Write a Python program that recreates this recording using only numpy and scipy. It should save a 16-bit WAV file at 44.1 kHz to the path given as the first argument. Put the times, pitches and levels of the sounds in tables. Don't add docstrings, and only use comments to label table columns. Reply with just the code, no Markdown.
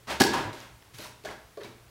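import sys
import numpy as np
from scipy import signal
from scipy.fft import rfft, irfft
from scipy.io import wavfile
from scipy.ndimage import uniform_filter1d

SR = 44100
rng = np.random.default_rng(int(sys.argv[2]) if len(sys.argv) > 2 else 0)


def to_linear_factor(level_db):
    exponent = np.asarray(level_db, float) / 20
    return 10 ** exponent


def persist_wave(psi):
    counts = np.round(np.clip(psi, -1, 1) * 32767).astype(np.int16)
    wavfile.write(sys.argv[1], SR, np.atleast_2d(counts).T)


N = 83790
T = np.arange(N) / SR

# frequency in Hz, level in dB, random waver in dB.
HUM = [(59.8, -66, 4), (119.6, -62, 2)]
BEAT_S, BEAT_PEAK_S, BEAT_DEPTH = 0.56, 0.68, 1
# frequency in Hz, density in dB per Hz.
HISS = [(15, -21), (25, -8), (127, -2.5), (195, -14), (451, -14.5), (1020, -17), (1480, -17.5), (2610, -21),
        (16000, -30.5)]
HISS_DB = -57
# frequency in Hz, 60 dB decay time in seconds.
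ROOM_T60 = [(100, 0.46), (300, 0.55), (1000, 0.43), (3000, 0.44), (7000, 0.37), (15000, 0.068)]
ROOM_DB, ROOM_GAP_S, ROOM_BUILD_S = -6, 0.0086, 0.018
# start in seconds, level in dB, frequency in Hz, length in seconds.
THUDS = [
    (0.081, -40.5, 69.6, 0.15),
    (0.213, -47, 59, .06),
    (0.332, -44.5, 44.5, 0.1),
    (1.247, -50, 70, 0.045),
]
# start in seconds, level in dB, frequency in Hz.
TICKS = [(.2385, -10.5, 4730), (.344, -28, 5530), (.346, -52, 12100), (0.603, -36, 6500),
         (0.613, -42, 4900), (0.8236, -40.5, 3230), (0.949, -50, 4220), (0.9849, -35.5, 11300),
         (0.987, -32.5, 4460), (1.0045, -34, 4230), (1.013, -41, 5840), (1.023, -40, 12300),
         (1.047, -32, 5940), (1.037, -50, 13500), (1.253, -35, 3800), (1.2892, -34, 2090),
         (0.826, -44.5, 1110), (1.2385, -54, 10000), (1.259, -39, 7200), (0.603, -47, 14400),
         (1.313, -43.5, 9800), (1.573, -69, 4440), (1.634, -33.5, 3750)]
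# frequency in Hz, level in dB, 60 dB decay time in seconds.
WOOD_MODES = [(107.3, -2, 0.13), (182.6, -11.5, 0.076), (250, -5, 0.041), (336.8, -5, 0.11),
              (430, 4, 0.049), (568.7, 0, 0.043), (624, 3.5, 0.028), (772, 2.5, 0.039), (932.3, -2, 0.12),
              (1000, 4, 0.07), (1140, -2, 0.062), (1450, -8, 0.051), (1670, 7, 0.059), (2250, -4, .07)]
# frequency in Hz, level in dB, 60 dB decay time in seconds.
SPOON_MODES = [(2750, -16, 0.02), (3460, -9.5, 0.18), (4040, -0.5, 0.022), (3835, 2.5, 0.087),
               (4400, 3, 0.027), (5126, 0, 0.021), (6100, -14, 0.037), (6470, 5.5, 0.12)]
# start in seconds, rise in seconds, hold in seconds, level in dB,
# tilt in dB per octave.
STROKES = [
    (0.068, 0.036, 0.017, -31.5, -0.5),
    (0.245, 0.043, 0.059, -38, -0.5),
    (0.322, 0.007, 0.073, -32, -2.5),
    (0.423, 0.018, 0.054, -44, -4),
    (0.529, 0.041, 0.058, -48.5, 0.5),
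    (0.609, 0.014, 0.038, -53.5, -1.5),
    (0.933, 0.0084, 0.11, -52, 5),
    (0.979, 0.031, 0.047, -45.5, 2),
    (1.255, 0.0045, 0.057, -43.5, -2),
    (1.599, 0.0098, 0.068, -50, -2),
]
STROKE_FALL_S, STROKE_WOOD_DB = 0.037, -12
# frequency in Hz, density in dB per Hz.
GRIT = [(59, -25), (100, -15.5), (648, -0.5), (970, 1.5), (1200, 0), (1720, -1), (4570, -8.5),
        (16000, -27.5)]
CHATTER_PER_S, GRAINS_PER_S, GRAIN_SPREAD_DB = 1500, 9000, 2.5
# start in seconds, level
# in dB, frequency where the wood speaks in Hz, chatter in milliseconds, crack level in dB.
KNOCKS = [(.2003, -35, 4340, 2.4, -23.5), (0.2029, -20, 263, 9.1, -16), (0.2078, -23, 1700, 11.2, -19),
          (.2045, -23.5, 738, 6.4, -38), (0.217, -53, 1670, 6.7, -13.5), (.235, -28, 344, 18, -40),
          (.241, -34, 1660, 4, -44), (.268, -33, 330, 6.9, -27.5), (0.334, -44, 286, 16, -36),
          (.336, -29.5, 970, 8.9, -31), (.336, -34.5, 1657, 13, -49), (.35, -35, 1000, 9.2, -42),
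          (.379, -44, 294, 4.7, -34.5), (.398, -37, 337, 24, -47), (0.444, -36, 112.4, 9, -48),
          (.1, -39.5, 643, 9.7, -37.5), (.206, -22.5, 470, 7.7, -41), (.261, -36, 950, 5.8, -50),
          (.42, -41, 1646, 22, -51), (.47, -41.5, 1000, 15.5, -56), (.53, -49.5, 280, 29, -45),
          (.938, -49.5, 110, 10, -57), (0.949, -60, 2200, 11, -65), (.985, -47.5, 544, 18, -49),
        (.99, -51, 260, 21, -52), (1.05, -51.5, 1000, 25, -76), (1.238, -50, 497, 6.5, -50),
        (1.2489, -39, 633, 7.5, -41.5), (1.252, -44, 1590, 23, -60), (1.255, -43.5, 430, 20, -43),
        (1.275, -49.5, 256, 15, -52), (1.312, -60, 634, 3.3, -50), (1.5725, -39, 537, 8.9, -51),
        (1.572, -53, 1270, 20, -73), (1.574, -63, 4530, 40, -70), (1.594, -44.5, 480, 19, -74),
        (1.634, -55, 3840, 21, -49), (1.645, -49, 308, 19, -49.5), (1.65, -55, 2250, 16, -65),
        (1.685, -53.5, 271, 25, -64)]
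# frequency in Hz, density in dB per Hz.
CRACK = [(150, -6), (400, 1.5), (1200, -3.5), (2500, -4), (4500, -4), (8000, -12.5), (16000, -22.5)]
SPEAKS_OCT = 0.29


def unit(x):
    return x / np.sqrt(np.mean(x ** 2) + 1e-30)


def read(table, hz):
    a = np.array(table, float)
    return np.interp(np.log(np.maximum(hz, 1)), np.log(a[:, 0]), a[:, 1])


def colour(x, table, tilt_db=0.):
    hz = np.fft.rfftfreq(len(x), 1 / SR)
    gain_db = read(table, hz) + tilt_db * np.log2(np.maximum(hz, 150) / 2000)
    return irfft(rfft(x) * to_linear_factor(gain_db), len(x))


def ring(x, hz, t60):
    decay = np.log(1000) / (max(t60, .005) * SR)
    pole = np.exp(2j * np.pi * hz / SR - decay)
    return signal.lfilter([1], [1, -pole], x).imag


def clicks(rate, size):
    u = rng.random((3, size))
    happens = u[0] < rate / SR
    height = to_linear_factor(-GRAIN_SPREAD_DB * np.log(u[2] + .03))
    return happens * np.sign(u[1] - .5) * height


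def walk(rate):
    k = int(SR / rate)
    steps = np.repeat(rng.standard_normal(N // k + 1), k)
    return unit(uniform_filter1d(uniform_filter1d(steps, k), k)[:N])


def add(out, start_s, x):
    i = int(start_s * SR)
    out[i:i + len(x)] += x[:N - i]


def background():
    beat = 1 + BEAT_DEPTH * np.cos(2 * np.pi * (T - BEAT_PEAK_S) / BEAT_S)
    low, high = (to_linear_factor(db + waver_db * walk(35)) * np.sin(2 * np.pi * hz * T + 0.24 * walk(23))
                 for hz, db, waver_db in HUM)
    hiss = unit(colour(rng.standard_normal(N), HISS))
    return low + beat * high + to_linear_factor(HISS_DB + 0.1 * walk(2.2)) * hiss


def room(x):
    t = T[:SR * 3 // 4]
    build = np.clip((t - ROOM_GAP_S) / ROOM_BUILD_S, 0, 1)
    tail = 0
    for k in range(8):
        hz = 90 * 2. ** k
        octave = signal.butter(2, [hz / 2 ** .5, hz * 2 ** .5], "band", fs=SR, output="sos")
        band = signal.sosfilt(octave, rng.standard_normal(len(t)))
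        fade = to_linear_factor(-60 * t / read(ROOM_T60, hz)) * build
        tail = tail + band * fade / np.sqrt(np.sum(fade ** 2))
    return to_linear_factor(ROOM_DB) * signal.fftconvolve(x, tail)[:N]


def thuds():
    out = np.zeros(N)
    for start_s, db, hz, length_s in THUDS:
        u = np.clip((T - start_s) / length_s, 0, None)
        swell = np.e * u * np.exp(-2 * u)
        out += to_linear_factor(db) * swell * np.sin(2 * np.pi * hz * (T - start_s))
    return out


def ticks():
    out = np.zeros(N)
    for start_s, db, hz in TICKS:
        snap = rng.standard_normal(size=2000) * np.exp(-T[:2000] / 0.00054)
        overtone = ring(snap, min(1.6 * hz, 15000), 14 / hz)
        x = ring(snap, hz, 16 / hz) + 0.3 * overtone + 0.99 * snap
        add(out, start_s, to_linear_factor(db) * x / np.abs(x).max())
    return out


def strokes():
    out = np.zeros(N)
    for start_s, rise_s, hold_s, db, tilt_db in STROKES:
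        u = T - start_s
        fall = np.exp(-np.clip(u - rise_s - hold_s, 0, None) / STROKE_FALL_S)
        env = np.clip(u / rise_s, 0, 1) ** 0.95 * fall
        grains = clicks(GRAINS_PER_S, N) * to_linear_factor(1.2 * walk(120))
        solid = sum(to_linear_factor(g + (tilt_db - 6.0) * np.log2(max(f, 300) / 1000)) * ring(grains * env, f, t60)
                    for f, g, t60 in WOOD_MODES[2:] + SPOON_MODES)
        air = unit(colour(grains, GRIT, tilt_db)) * env
        air_rms = np.sqrt(np.mean(air ** 2))
        out += to_linear_factor(db) * (air + to_linear_factor(STROKE_WOOD_DB) * unit(solid) * air_rms)
    return out


def knocks():
    out, size = np.zeros(N), SR // 3
    t = T[:size]
    for start_s, db, hz, chatter_ms, crack_db in KNOCKS:
        fade = np.exp(-t * 1000 / max(chatter_ms, .5))
        push = clicks(CHATTER_PER_S, size) * fade
        push[0] = 1.33
        push = uniform_filter1d(np.roll(push, int(SR / hz / 6)), int(SR / hz / 3) + 1)
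        body = 0
        for k, (f, g, t60) in enumerate(WOOD_MODES + SPOON_MODES):
            distance = np.log2(f / hz) / SPEAKS_OCT * (hz / 500) ** 0.34
            body = body + (-1) ** k * to_linear_factor(g - 5.74 * distance ** 2) * ring(push, f, t60)
        onset_rms = np.sqrt(np.mean(body[:SR // 50] ** 2))
        crack = unit(colour(clicks(GRAINS_PER_S, size), CRACK)) * fade
        add(out, start_s, to_linear_factor(db) * body / onset_rms + to_linear_factor(crack_db) * crack)
    return out


def scene():
    low_cut = signal.butter(3, 88, "high", fs=SR, output="sos")
    near = signal.sosfilt(low_cut, knocks() + strokes() + ticks())
    return (near + room(near) + thuds() + background())[None]


def top_cut(x):
    return signal.sosfilt(signal.butter(12, 16980, fs=SR, output="sos"), x)


def record(dry):
    low_pass = signal.ellip(8, .2, 24, 15850, fs=SR, output="sos")
    mix = signal.sosfilt(low_pass, dry)
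    return top_cut(mix)


dry = scene()
out = record(dry)
persist_wave(out)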